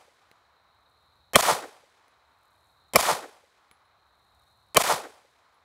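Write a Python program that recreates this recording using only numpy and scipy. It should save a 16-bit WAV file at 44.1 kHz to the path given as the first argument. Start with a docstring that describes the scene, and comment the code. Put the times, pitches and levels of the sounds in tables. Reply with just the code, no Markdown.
"""A semi-automatic pistol fires three aimed shots at an outdoor range, after the dying tail of another.
Each gas blast bounces off the ground, scatters from brush, booms from earth banks and lingers in far
woods; the slide slams shut and the casing lands with a ping. The small, close microphone overloads.
The recorder's gain drops at each shot and creeps back, lifting insects, faint rustle and a distant hum."""
import sys
import numpy as np
from scipy import signal
from scipy.fft import rfft, irfft, next_fast_len
from scipy.io import wavfile

SR = 44100
rng = np.random.default_rng(int(sys.argv[2]) if len(sys.argv) > 2 else 0)


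def put_to_file(sound):
    """Save the sound as 16-bit audio at rate SR, in the file named by the first command-line argument."""
    columns = np.atleast_2d(sound).T  # one column per channel
    safe = np.clip(columns, -1, 1)
    whole_steps = np.round(safe * 32767)
    wavfile.write(sys.argv[1], SR, whole_steps.astype(np.int16))


N = 248724
TIME_S = np.arange(N) / SR
EVENT_S = np.arange(2 * SR) / SR

# noise spectra: f/Hz, level/dB
HUM_SPECTRUM = [(25, -14), (75, 6.5), (130, -3), (250, -13.5), (450, -12), (750, -8), (1150, -5.5),
                (1700, -16), (2700, -20), (5000, -27), (9000, -35), (16000, -38)]
INSECT_SPECTRUM = [(2500, -50), (3450, -18), (3750, 0), (4200, 0), (4450, -15), (5500, -50)]
WOODS_SPECTRUM = [(200, -21), (450, -11), (750, -1), (1200, 2), (1800, -6), (2800, -10.5), (6000, -17),
                  (14000, -20)]
BRUSH_SPECTRUM = [(40, -15), (120, -11), (280, -4.5), (500, -1), (1000, 3.5), (1700, 1), (3000, -1),
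                  (6000, -3.5), (10000, -3.5), (16000, -12.5)]
CASING_CLICK_SPECTRUM = [(100, -10.5), (450, 3.5), (1000, -1), (2200, 3), (5000, -9), (10000, -12),
                         (15000, -11)]
GAS_SPECTRUM = [(200, -13), (700, 1), (1500, -.5), (3000, -2), (6000, -4), (11000, -5), (16000, -16)]
# damped modes: f/Hz, level/dB, t60/s
BRASS_MODES = [(10065, -7, .19), (10180, -2, .1)]
GROUND_KNOCK_MODES = [(206, -21.5, .058), (454.4, -8.5, .0235), (2300, -6, .016), (4105, -5, .0093)]
BLAST_MODES = [(401, -18, .09), (560, -7.5, .12), (712, -3, .03), (872, -8.5, .02), (1138, 0, .025),
               (1872, -7.5, .011), (2347, -8.5, .021)]
# rustle spells: t/s, spread/s, level/dB
RUSTLES = [(1.0, .25, -100), (2.55, .16, -91.5), (4.42, .2, -94.5)]
# earth bank echoes: delay/s, spread/s, level/dB, f/Hz
BANK_ECHOES = [(.036, .005, -25.5, 760), (.079, .005, -31, 720), (.098, .003, -29, 1300),
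               (.14, .012, -23.5, 780), (.168, .005, -42, 160), (.2, .025, -39.5, 690),
               (.28, .01, -50, 1400), (.285, .009, -45.5, 470), (.328, .007, -57, 470),
               (.39, .028, -65, 710), (.482, .005, -68, 520)]
# casing landings: t/s, click/dB, ping/dB
LANDINGS = [(.3143, -54, -84), (2.0817, -63.5, -80), (3.7131, -55, -68), (5.5441, -73, -82)]
# slide strips a round, then shuts: delay/s, level/dB
SLIDE_HITS = [(.0455, -19), (.0515, -16.5)]
# lead-in tones: f/Hz, level/dB
LEAD_TONES = [(1200, -9), (1820, -3.5), (2110, -5), (2340, -2), (2540, -4), (3100, -1)]
# shots: t/s, level/dB, punch/dB, thump/dB, thump peak/s, dull lead-in/dB, ringing lead-in/dB, echo dip/dB
SHOTS = [(-.398, 2, -24, -36, .009, -18, -22, -12), (1.357, 3.3, -21.5, -45, .018, -20.5, -13, -16),
         (2.9584, 1.4, -27, -36.5, .024, -15.5, -22.5, -4),
         (4.7694, 1.4, -26.5, -43, .008, -15.5, -16, -16)]


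def undb(db):
    """Decibels to gain."""
    return 10 ** (np.asarray(db) / 20)


def shaped(x, gain):
    """Filter by gain(f/Hz); rms 1."""
    size = next_fast_len(len(x))
    hz = np.maximum(np.fft.rfftfreq(size, 1 / SR), 1)
    y = irfft(rfft(x, size) * gain(hz), size)[:len(x)]
    return y / np.std(y)


def colour(x, spectrum):
    """Filter by a spectrum table; rms 1."""
    hz, db = np.transpose(spectrum)
    return shaped(x, lambda f: undb(np.interp(np.log(f), np.log(hz), db)))


def noise(spectrum, size=len(EVENT_S)):
    """Coloured noise; rms 1."""
    return colour(rng.standard_normal(size), spectrum)


def band(size, hz, octaves):
    """Noise in a bell-shaped band; rms 1."""
    return shaped(rng.standard_normal(size), lambda f: np.exp(-(np.log2(f / hz) / octaves / 2) ** 2))


def bell(t, centre_s, spread_s):
    """Gaussian swell, height 1."""
    return np.exp(-((t - centre_s) / spread_s / 2) ** 2)


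def wander(t, rate_hz):
    """Random drift, spread near 1."""
    return np.interp(t * rate_hz, np.arange(4096), rng.standard_normal(4096))


def ring(modes):
    """Struck modes, decaying."""
    return sum(undb(db) * np.sin(2 * np.pi * hz * EVENT_S) * np.exp(-np.log(1000) * EVENT_S / t60_s)
               for hz, db, t60_s in modes)


def clack(spectrum, decay_s):
    """Dry knock of metal."""
    return noise(spectrum) * np.exp(-EVENT_S / decay_s)


def delayed(x, delay_s):
    """Delay an event."""
    return np.interp(EVENT_S - delay_s, EVENT_S, x, left=0)


def add(out, x, at_s):
    """Mix x into out from at_s on."""
    start = int(round(at_s * SR))
    lo, hi = max(start, 0), min(start + len(x), N)
    if hi > lo:
        out[lo:hi] += x[lo - start:hi - start]


def through_air(x, loss_db_per_s_khz=2.5):
    """Air absorbs more treble the longer the path."""
    hz, path_s, frames = signal.stft(x, SR, nperseg=256)
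    loss_db = loss_db_per_s_khz * np.outer(hz / 1000, path_s)
    return signal.istft(frames * undb(-loss_db), SR)[1][:len(x)]


def countryside(hum_db=-84, insect_db=-86, waver_db=.6, trill_db=1.5, crackle_db=5):
    """Far hum, a narrow shimmering insect band, spells of dry rustle."""
    hum = noise(HUM_SPECTRUM, N) * undb(hum_db + waver_db * wander(TIME_S, rate_hz=11))
    insects = noise(INSECT_SPECTRUM, N) * undb(insect_db + trill_db * wander(TIME_S, rate_hz=90))
    rustle = band(N, hz=9000, octaves=.4) * undb(crackle_db * wander(TIME_S, rate_hz=380))
    spells = sum(undb(db) * bell(TIME_S, at_s, spread_s) for at_s, spread_s, db in RUSTLES)
    return hum + insects + rustle / np.std(rustle) * spells


def woods(level_db=-69, delay_s=.59, attack_s=.035, fade_db_per_s=10.5):
    """Distant trees return a late, long, soft wash."""
    late_s = EVENT_S - delay_s
    onset = (1 + np.tanh(late_s / attack_s)) / 2
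    return through_air(noise(WOODS_SPECTRUM)) * onset * undb(level_db - fade_db_per_s * late_s)


def banks():
    """Each rough slope returns a dull, smeared burst."""
    out = np.zeros(len(EVENT_S))
    for delay_s, spread_s, db, hz in BANK_ECHOES:
        swell = bell(EVENT_S, delay_s, spread_s)
        echo = swell * band(len(EVENT_S), hz, octaves=.38)
        out += undb(db) * echo * np.linalg.norm(swell) / np.linalg.norm(echo)
    return out


def brush(level_db=-26.7, swell_db_per_s=48, edge_s=.148, fall_power=4.35,
          linger_db=-57, fade_db_per_s=24, grain_db=3.5, clump_db=1.7):
    """Clumped small reflections swell to the clearing's edge, then thin out; multiple scatter lingers."""
    sizes = undb(grain_db * rng.standard_normal(len(EVENT_S)) + clump_db * wander(EVENT_S, rate_hz=200))
    twigs = colour(rng.standard_normal(len(EVENT_S)) * sizes, BRUSH_SPECTRUM)
    swell = undb(level_db - swell_db_per_s * np.maximum(edge_s - EVENT_S, 0))
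    fall = np.maximum(EVENT_S / edge_s, 1) ** -fall_power
    linger = undb(linger_db - fade_db_per_s * EVENT_S)
    return through_air(twigs) * np.hypot(swell * fall, linger)


def casings(bounce_s=.14, bounce_db=-17):
    """Each spent case knocks on the ground, pings and bounces once."""
    out, knock, ping = np.zeros(N), ring(GROUND_KNOCK_MODES), ring(BRASS_MODES)
    for at_s, click_db, ping_db in LANDINGS:
        click = clack(CASING_CLICK_SPECTRUM, decay_s=.0012)
        add(out, undb(click_db) * (click + knock) + undb(ping_db) * ping, at_s)
        add(out, undb(ping_db + bounce_db) * ping, at_s + bounce_s)
    return out


def slide(rasp_db=-27.5):
    """The slide rasps forward over a fresh round and slams shut."""
    out = undb(rasp_db) * noise(GAS_SPECTRUM) * bell(EVENT_S, centre_s=.042, spread_s=.006)
    for delay_s, db in SLIDE_HITS:
        out += undb(db) * delayed(clack(GAS_SPECTRUM, decay_s=.0014), delay_s)
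    return out


def lead_in(dull_db, ring_db, lead_s, dull_s=.0058, ring_s=.0051,
            tick_db=-26.5, tick_s=.0016, haze_db=-41, murk_db=-37):
    """A tick and a short ringing swell rush into the crack."""
    t = EVENT_S[:4096]
    dull = undb(dull_db) * band(len(t), hz=350, octaves=.78) * np.exp(-abs(t - lead_s) / dull_s)
    tones = sum(undb(db) * np.sin(2 * np.pi * (hz * t + rng.random())) for hz, db in LEAD_TONES)
    ringing = undb(ring_db) * tones * np.exp(-abs(t - lead_s) / ring_s)
    murk = undb(murk_db) * band(len(t), hz=680, octaves=.4)
    tick = noise(GAS_SPECTRUM, len(t)) * (undb(tick_db) * np.exp(-t / tick_s) + undb(haze_db))
    return (dull + ringing + murk + tick) * (t < lead_s)


def pulse(hz, peak_s, spread_s):
    """A few slow pressure cycles: the low body of the report."""
    return np.sin(2 * np.pi * hz * EVENT_S) * bell(EVENT_S, peak_s, spread_s)


def blast(gas_db=-5.5, gas_s=.0019, wake_db=-19, wake_s=.0055, ground_s=.0047, ground_db=-9):
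    """Sharp gas burst, then the boom of the expanding ball; the ground reflects both."""
    burst = undb(gas_db) * np.exp(-(EVENT_S / gas_s) ** 4)
    wake = undb(wake_db) * np.exp(-EVENT_S / wake_s)
    boom = ring(BLAST_MODES) * bell(EVENT_S, centre_s=.0048, spread_s=.0018)
    direct = noise(GAS_SPECTRUM) * (burst + wake) + boom
    return direct + undb(ground_db) * delayed(direct, ground_s)


def pistol(leaf_stir=.24, lead_s=.0228):
    """Each shot cycles the slide and wakes the same terrain; leaves stir a little between shots."""
    out = np.zeros(N)
    terrain = np.sqrt(1 - leaf_stir ** 2) * brush() + banks()
    punch = sum(pulse(hz, peak_s=.0057, spread_s=.0045) for hz in (155, 245))
    for at_s, db, punch_db, thump_db, thump_s, dull_db, ring_db, dip_db in SHOTS:
        dip = undb(dip_db * bell(EVENT_S, centre_s=.0605, spread_s=.0025))
        echoes = (terrain + leaf_stir * brush()) * dip
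        thump = pulse(hz=62, peak_s=thump_s, spread_s=.006)
        add(out, undb(db) * (blast() + echoes) + woods(), at_s)
        add(out, undb(punch_db) * punch + undb(thump_db) * thump, at_s)
        add(out, lead_in(dull_db, ring_db, lead_s), at_s - lead_s)
        add(out, slide(), at_s)
    return out


def scene():
    """Pistol and range, mono."""
    return (pistol() + casings() + countryside())[None]


def gain_control(x, ceiling, start_db=4.2, max_db=15, recover_db_per_s=10, look_ahead_s=.025):
    """Gain drops just ahead of each peak to hold the ceiling, then recovers steadily."""
    headroom_db = -20 * np.log10(np.maximum(abs(x[0]) / ceiling, undb(-max_db)))
    recovery_db = recover_db_per_s * TIME_S
    gain_db = recovery_db + np.minimum(np.minimum.accumulate(headroom_db - recovery_db), start_db)
    return x * undb(np.interp(TIME_S + look_ahead_s, TIME_S, gain_db))


def record(dry, ceiling=.7, hiss_db=-85, notch_hz=2780, notch_width_hz=260, notch_db=-6,
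           low_cut_hz=40, high_cut_hz=15750):
    """Microphone overload, gain ducking, steady hiss, a narrow treble notch, band limits."""
    clipped = dry / (1 + (dry / ceiling) ** 6) ** (1 / 6)
    ducked = gain_control(clipped, ceiling) + undb(hiss_db) * rng.standard_normal(N)
    notch_band = signal.lfilter(*signal.iirpeak(notch_hz, notch_hz / notch_width_hz, fs=SR), ducked)
    notched = ducked - notch_band * (1 - undb(notch_db))
    thinned = signal.sosfilt(signal.butter(2, low_cut_hz, "high", fs=SR, output="sos"), notched)
    return signal.fftconvolve(thinned, signal.firwin(255, high_cut_hz, fs=SR)[None], mode="same")


dry = scene()
out = record(dry)
put_to_file(out)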